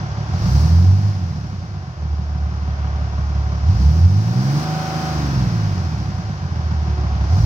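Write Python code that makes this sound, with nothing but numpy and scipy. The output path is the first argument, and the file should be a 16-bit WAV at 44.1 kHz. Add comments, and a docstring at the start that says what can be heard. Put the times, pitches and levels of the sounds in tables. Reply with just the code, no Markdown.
"""A six-cylinder diesel pickup from the driver's seat. It starts on a loping idle, its cylinders
unequal. A blip of the pedal at 0.3 s makes the firing pulses boom in the cab, while combustion roar,
injector rattle and intake hiss swell through the bulkhead. It idles again, then from 3.7 s revs to
the governor, where the timing gears whine through a ringing panel. After 5.1 s it sinks back with a
shudder, and a last blip begins at 7.3 s. A gain control ducks the whole sound after each boom."""
import sys
import numpy as np
from scipy import signal
from scipy.fft import rfft, irfft, next_fast_len
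from scipy.io import wavfile
from scipy.ndimage import uniform_filter1d

SR = 44100
rng = np.random.default_rng(int(sys.argv[2]) if len(sys.argv) > 2 else 0)


def waveform_to_disk(signal):
    """Save audio, clipped to [-1, 1], as 16-bit WAV at the path in sys.argv[1]."""
    frames = np.transpose(np.atleast_2d(signal))
    scaled = np.clip(frames, -1, 1) * 32767
    samples = np.round(scaled).astype(np.int16)
    wavfile.write(sys.argv[1], SR, samples)


N = 328545
TIME = np.arange(N) / SR
FFT_SIZE = next_fast_len(N)
IDLE_HZ, GOVERNED_HZ = 35, 156.5   # firings per second
PANEL_HZ, PANEL_WIDTH_HZ = 749.2, 12   # a bulkhead panel that rings


def from_db(db):
    """Decibels to gain."""
    return 10 ** (np.asarray(db) / 20)


def unit_rms(x):
    """Scale to unit power."""
    return x / np.sqrt(np.mean(x ** 2) + 1e-20)


def evened(x):
    """Hold the slow level at 1 and keep the throb."""
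    window = SR // 6
    return x / np.sqrt(uniform_filter1d(uniform_filter1d(x ** 2, window), window // 2) + 1e-12)


def curve_at(points, hz):
    """Read a curve over log frequency."""
    point_hz, values = np.transpose(points)
    return np.interp(np.log(hz), np.log(point_hz), values)


def drift(rate_hz):
    """A smooth random wander of spread 1 that turns about rate_hz times a second."""
    step, run_in = 40, 2000
    pole = np.exp(-2 * np.pi * step * rate_hz / SR)
    noise = rng.standard_normal(N // step + run_in + 2)
    slow = signal.lfilter([1], [1, -2 * pole, pole * pole], noise)[run_in:]
    return np.interp(np.arange(N) / step, np.arange(len(slow)), unit_rms(slow))


def resonance(x, hz, width_hz):
    """Two-pole resonance with gain 1 at its peak."""
    r = np.exp(-np.pi * width_hz / SR)
    poles = [1, -2 * r * np.cos(2 * np.pi * hz / SR), r * r]
    return signal.lfilter(np.array([1, 0, -1]) * (1 - r * r) / 2, poles, x)


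def lagged(x, seconds):
    """Follow x with a one-pole lag."""
    pole = np.exp(-1 / (seconds * SR))
    return signal.lfilter([1 - pole], [1, -pole], x)


def swells(rows, width_s):
    """A bell-shaped bump around each event."""
    return sum(height * np.exp(-((TIME - at_s) / width_s) ** 2) for at_s, height in rows)


# The rev curve. Each row: time in seconds, firings per second.
REV_CURVE = [(0, 35), (.28, 35.2), (.6, 75.5), (1.0, 99.8), (1.11, 102), (1.3, 82.5), (1.75, 48),
             (2.0, 37.2), (2.8, 35.8), (3.65, 35.3), (3.84, 69.5), (4.09, 91.5), (4.2, 105.6),
             (4.66, 155.7), (5.07, 156.5), (5.25, 143.3), (5.5, 116), (5.92, 78.6), (6.3, 50), (6.56, 40.1),
             (7.27, 33), (7.45, 62)]

def crankshaft():
    """Engine cycles completed (two turns of the crank each), and speed as a share of governed speed."""
    firing_hz = np.interp(TIME, *np.transpose(REV_CURVE))
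    return np.cumsum(firing_hz) / SR / len(CYLINDER_STRENGTHS), firing_hz / GOVERNED_HZ


# Fuel from the pedal or idle governor. Each row: start in seconds, end in seconds, load from 0 to 1.
FUEL_SPELLS = [(.3, .39, .03), (.39, .54, .25), (.54, .73, .65), (.73, .92, 1), (.92, 1.09, .6),
               (1.98, 3.66, .33), (3.66, 4.63, .85), (4.63, 5.08, .12), (6.51, 7.28, .22), (7.28, 7.6, .7)]

def engine_load():
    """The engine takes up each spell of fuel with a short lag and coasts in between."""
    fuel = sum(load * ((TIME >= start) & (TIME < end)) for start, end, load in FUEL_SPELLS)
    return lagged(fuel + 1e-9, seconds=0.022)


def fader(speed, load, idle_db, rev_db, curve, load_db):
    """A layer's gain: idle_db, plus rev_db by full speed and load_db by full load."""
    revs = np.maximum((speed * GOVERNED_HZ - IDLE_HZ) / (GOVERNED_HZ - IDLE_HZ), 1e-6)
    return from_db(idle_db + rev_db * revs ** curve + load_db * load)


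def each_cycle(harmonics, cycles):
    """A wave that repeats with every engine cycle."""
    size = 8192
    wave = unit_rms(irfft(harmonics, size))
    return np.interp(cycles % 1 * size, np.arange(size), wave, period=size)


# How hard each cylinder hits, in firing order.
CYLINDER_STRENGTHS = [1.5, 1.15, .9, .55, 1.15, .75]

def knock(cycles, depth):
    """An envelope that jumps at every firing and decays, each cylinder by its own amount."""
    firings = cycles * len(CYLINDER_STRENGTHS)
    strength = np.array(CYLINDER_STRENGTHS)[firings.astype(int) % len(CYLINDER_STRENGTHS)]
    return unit_rms(1 + depth * strength * np.exp(-2 * (firings % 1)))


def clatter(cycles, speed, locked, depth):
    """Combustion noise, plus valve and gear contacts at fixed crank angles that take over with speed."""
    patterns = np.exp(2j * np.pi * rng.random((2, 500))) * (np.arange(500) > 0)
    contacts = np.array([each_cycle(pattern, cycles + .0011 * drift(10)) for pattern in patterns])
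    combustion = rng.standard_normal((2, N)) * knock(cycles, depth)
    share = locked * speed ** 2
    return (share * contacts + combustion) / np.sqrt(1 + share ** 2)


# The cab's stereo image. Each row: frequency in Hz, left-right likeness from 0 to 1.
EAR_LIKENESS = [(120, .99), (250, .92), (400, .72), (550, .65), (760, .8), (1100, .55), (1600, .55),
                (2300, .3), (4000, .2), (7000, .15)]
# Each row: frequency in Hz, left minus right in dB.
EAR_BALANCE = [(200, -3.5), (330, -3.5), (510, 2), (790, -1), (1210, 3), (1870, 0), (2870, .5), (4410, 4.5),
               (6770, 4), (8500, 4), (12000, -2.5)]
# Each row: frequency in Hz, phase lead of the left ear in radians.
EAR_PHASE = [(60, -.1), (300, -.45), (520, -.1), (780, -.3), (1100, -1.5), (1640, -3.1), (2930, -6.3),
             (4480, -10.2), (6500, -13.5)]

def in_cab(pair, eq):
    """EQ two unrelated signals and spread them at unit level: alike in the bass, wide in the treble."""
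    hz = np.maximum(np.arange(FFT_SIZE // 2 + 1) * SR / FFT_SIZE, 1)
    mid, side = rfft(pair, FFT_SIZE) * from_db(curve_at(eq, hz))
    alike = curve_at(EAR_LIKENESS, hz)
    signs = np.array([[1], [-1]])
    ears = np.sqrt(1 + alike) * mid + signs * np.sqrt(1 - alike) * side
    ears *= from_db(signs * curve_at(EAR_BALANCE, hz) / 2)
    ears *= np.exp(.5j * signs * curve_at(EAR_PHASE, hz))
    stereo = irfft(ears, FFT_SIZE)[:, :N]
    return stereo / np.std(stereo.mean(axis=0))


# Engine bay whistles. Each row: start and end in seconds, pitch in Hz, width in Hz, level in dB.
BAY_WHISTLES = [(-.3, 0.548, 3350, 52, -61), (3.677, 3.71, 4930, 200, -47), (6.682, 7.2, 366, 4.3, -39.5),
                (6.71, 7.256, 738, 22, -44)]

def whistles():
    """Faint, narrow bands of noise swell and fade."""
    out = np.zeros(N)
    for start, end, hz, width, db in BAY_WHISTLES:
        swell = np.sin(np.pi * np.clip((TIME - start) / (end - start), 0, 1))
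        band = resonance(resonance(rng.standard_normal(N), hz, width), hz, width)
        out += from_db(db) * swell * evened(band)
    return out


# EQ of the intake hiss and of the airy top above it. Each row: frequency in Hz, relative level in dB.
HISS_EQ = [(2400, -34.5), (4000, -7.5), (4890, -2.5), (5450, -2.5), (6180, -7.5), (6700, -12), (7200, -20),
           (7700, -29.5), (8600, -26.5), (10000, -58)]
AIR_EQ = [(6500, -25), (7600, 1.5), (8600, 1), (10500, -2.5), (12000, -2.5), (13800, 0.5), (16000, 1)]
# The turbo's gulps. Each row: time in seconds, lift of the airy top in dB.
TURBO_GULPS = [(.55, 11), (3.86, 4.5), (7.45, 8.5)]

def intake(cycles, speed, load):
    """Turbulent air pulses with the engine and surges as the turbo gulps after each stab of the pedal."""
    gulp_db = swells(TURBO_GULPS, width_s=0.22)
    hiss = in_cab(rng.standard_normal((2, N)) * knock(cycles, depth=.23), HISS_EQ)
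    hiss *= fader(speed, load, idle_db=-49, rev_db=16, curve=.78, load_db=3.5)
    air = in_cab(rng.standard_normal((2, N)) * knock(cycles, depth=.2), AIR_EQ)
    air *= fader(speed, load, idle_db=-73, rev_db=28, curve=.72, load_db=6)
    return from_db(.33 * gulp_db) * hiss + from_db(gulp_db) * air


# EQ of the floor pan. Each row: frequency in Hz, relative level in dB.
FLOOR_EQ = [(190, -30.5), (240, -4), (270, -8.5), (310, -2.5), (360, -1), (440, -10.5), (520, -6.5),
            (640, -57.5)]

def floor_drone(cycles, speed, load):
    """The floor pan hums with the block; as the revs rise, passing harmonics light up its mode."""
    drive = clatter(cycles, speed, locked=1.1, depth=.57)
    ring = from_db(2) * speed * resonance(drive, hz=298, width_hz=36)
    gain = fader(speed, load, idle_db=-42.5, rev_db=11.5, curve=.9, load_db=4.5)
    return gain * in_cab(drive + ring, FLOOR_EQ)


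# EQ of the injectors. Each row: frequency in Hz, relative level in dB.
INJECTOR_EQ = [(880, -20.5), (1500, 1), (1630, -0.5), (1980, -5.5), (2460, -8), (3590, -11.5), (4400, -20),
               (5720, -48.5), (9680, -120)]

def injector_rattle(cycles, speed, load):
    """The injectors put a bright clatter on every firing."""
    gain = fader(speed, load, idle_db=-45.5, rev_db=12.5, curve=1.06, load_db=1.5)
    return gain * in_cab(clatter(cycles, speed, locked=.54, depth=.29), INJECTOR_EQ)


# EQ of the engine block. Each row: frequency in Hz, relative level in dB.
BLOCK_EQ = [(400, -7), (520, -9), (590, 0), (650, -2.5), (740, 2), (810, -1.5), (1080, -1.5), (1180, -3),
            (1520, -8), (1700, -20.5), (2200, -63)]

def combustion_roar(cycles, speed, load):
    """The midrange clatter of the block, coloured by the ringing panel."""
    drive = clatter(cycles, speed, locked=1.4, depth=.61)
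    ring = from_db(-2) * resonance(drive, PANEL_HZ, PANEL_WIDTH_HZ)
    gain = fader(speed, load, idle_db=-36, rev_db=9.5, curve=1.8, load_db=2.5)
    return gain * in_cab(drive + ring, BLOCK_EQ)


# Level rides on the diesel knock. Each row: time in seconds, lift or dip in dB.
KNOCK_RIDES = [(.15, -0.7), (2.85, 2), (7.12, 0.5)]

def knock_hardness():
    """A gain that makes the knock a little harder or softer now and then at idle."""
    return from_db(swells(KNOCK_RIDES, width_s=0.27))


# Gear and accessory tones. Each row: multiple of the engine cycle, dB at full speed before the panel.
GEAR_TONES = [(21, -41.5), (22, -37), (26, -45), (29, -31.5), (34, -36.5), (38, -45.5), (48, -38.5),
              (52, -39.5), (54, -50.5), (57, -39), (58, -42.5), (96, -50), (114, -55), (120, -47.5)]

def gear_whine(cycles, speed):
    """Meshing tones rise steeply near full speed and sing out when they meet the panel."""
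    angle = cycles + .0005 * drift(13)   # play between the teeth smears the higher tones most
    tones = sum(from_db(db + 1.5 * drift(5.1)) * np.sin(2 * np.pi * k * angle) for k, db in GEAR_TONES)
    tones = np.sqrt(2) * tones * speed ** 20
    return tones + from_db(6) * resonance(tones, PANEL_HZ, PANEL_WIDTH_HZ)


def rocking(cycles, at_s=5.36, level_db=-19, waver_db=3):
    """Once the pedal is let go, the engine rocks: an unsteady throb at half the firing rate."""
    envelope = swells([(at_s, from_db(level_db))], width_s=0.27) * from_db(waver_db * drift(7.6))
    return np.sqrt(2) * envelope * np.sin(np.pi * len(CYLINDER_STRENGTHS) * cycles)


# Air modes of the cab. Each row: frequency in Hz, width in Hz, relative level in dB.
CAB_AIR_MODES = [(72.4, 17, -11.5), (101.4, 22.4, 2), (144.6, 17.6, 3), (180.4, 35.3, -1), (203.7, 25, -17)]

def lope(cycles, speed, load):
    """Unequal cylinders fill in lines between the firing tones; the exhaust thumps ring the cab's air."""
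    k = np.arange(64)   # harmonics of the engine cycle
    slot = k % len(CYLINDER_STRENGTHS)
    harmonics = np.fft.fft(CYLINDER_STRENGTHS)[slot]
    harmonics[[0, 1, 6, 9, 12]] = 0   # 6, 9 and 12 belong to the boom
    angle = cycles + .0035 * drift(15)
    uneven = each_cycle(harmonics * (slot != 0), angle)
    firings = each_cycle(harmonics * (slot == 0) / (k + 1) ** 2, angle)
    # single firings stand apart at idle and run together as the speed rises
    thumps = evened(uneven + .06 / speed ** 2 * firings) * (1 + .18 * drift(40))
    drives = np.array([thumps, rng.standard_normal(N)])
    rung = sum((-1) ** i * from_db(db) * resonance(drives, hz, width)
               for i, (hz, width, db) in enumerate(CAB_AIR_MODES))
    throb, rumble = signal.sosfilt(signal.butter(3, [55, 250], "band", fs=SR, output="sos"), rung)
    gain = fader(speed, load, idle_db=-24, rev_db=2, curve=1.2, load_db=5.5)
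    return gain * evened(evened(throb) + .36 * unit_rms(rumble))


# Drive of the tones at 1, 1.5 and 2 times the firing rate. Each row: pumping in dB at idle speed, its
# dB per octave of speed, full-load combustion in dB at idle speed, its dB per octave, load exponent.
BOOM_DRIVES = [(-7, 4, 20, -5.5, 0.75), (-13.5, 6, -11, 8.5, .6), (-11.5, 4.5, 9.5, -5.5, 0.51)]
# How the cab carries a low tone. Each row: frequency in Hz, gain in dB.
CAB_BASS_EQ = [(35, -65.5), (48, -44), (60, -26.5), (71, -21.5), (80, -19.5), (89, -12), (102, -15.5),
               (120, -20), (145, -19.5), (180, -19.5), (235, -32), (295, -26.5), (315, -47)]

def boom(cycles, speed, load, waver_db=2.24):
    """Piston pumping and combustion drive three low tones that boom as they sweep the cab's peaks."""
    firing_hz = speed * GOVERNED_HZ
    octaves = np.log2(firing_hz / IDLE_HZ)
    phase = 2 * np.pi * len(CYLINDER_STRENGTHS) * cycles
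    out = np.zeros(N)
    for k, (pump_db, pump_slope, burn_db, burn_slope, exponent) in zip((1, 1.5, 2), BOOM_DRIVES):
        pumping = from_db(pump_db + pump_slope * octaves)
        burning = from_db(burn_db + burn_slope * octaves) * load ** exponent
        cab_gain = from_db(curve_at(CAB_BASS_EQ, k * firing_hz) + waver_db * drift(12.2))
        out += np.sqrt(2) * np.hypot(pumping, burning) * cab_gain * np.sin(k * phase)
    return out


# The exhaust shudders on pick-up and after a rev. Each row: time in seconds, lift of the lope in dB.
EXHAUST_SHUDDERS = [(.38, 1), (1.32, 5), (5.42, 7)]

def low_end(cycles, speed, load):
    """Boom, lope and rocking fill the cab and reach the right ear a little earlier and louder."""
    shudder_db = swells(EXHAUST_SHUDDERS, width_s=0.17)
    bass = from_db(.47 * shudder_db) * boom(cycles, speed, load)
    bass += from_db(shudder_db) * lope(cycles, speed, load)
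    bass += rocking(cycles)
    delayed = np.interp(TIME - .00032, TIME, bass)
    return np.array([from_db(-.7) * delayed, from_db(.7) * bass])


def scene():
    """One crankshaft drives the engine layers; speed and load ride their levels."""
    cycles, speed = crankshaft()
    load, hardness = engine_load(), knock_hardness()
    body = low_end(cycles, speed, load) + floor_drone(cycles, speed, load)
    mids = hardness * combustion_roar(cycles, speed, load) + gear_whine(cycles, speed)
    top = hardness * injector_rattle(cycles, speed, load) + intake(cycles, speed, load)
    return body + mids + top + whistles()


def gain_control(x, threshold_db=-15, squeeze=0.67, attack_s=0.052, recovery_db_per_s=3):
    """Each boom pushes the whole sound down; it creeps back over the next seconds."""
    level_db = 10 * np.log10(uniform_filter1d(np.mean(x ** 2, axis=0), SR // 10) + 1e-12)
    wanted_cut_db = squeeze * np.maximum(level_db - threshold_db, 0)
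    recovered_db = recovery_db_per_s * TIME
    cut_db = np.maximum.accumulate(wanted_cut_db + recovered_db) - recovered_db
    return x * from_db(-lagged(cut_db, attack_s))


def record(dry):
    """Gain control rides the level, the loudest swings are rounded and the top is cut steeply."""
    ceiling, cutoff_hz = .92, 15800
    held = gain_control(dry)
    rounded = held / (1 + (held / ceiling) ** 8) ** (1 / 8)
    return signal.sosfilt(signal.ellip(12, .1, 90, cutoff_hz, fs=SR, output="sos"), rounded)


dry = scene()
out = record(dry)
waveform_to_disk(out)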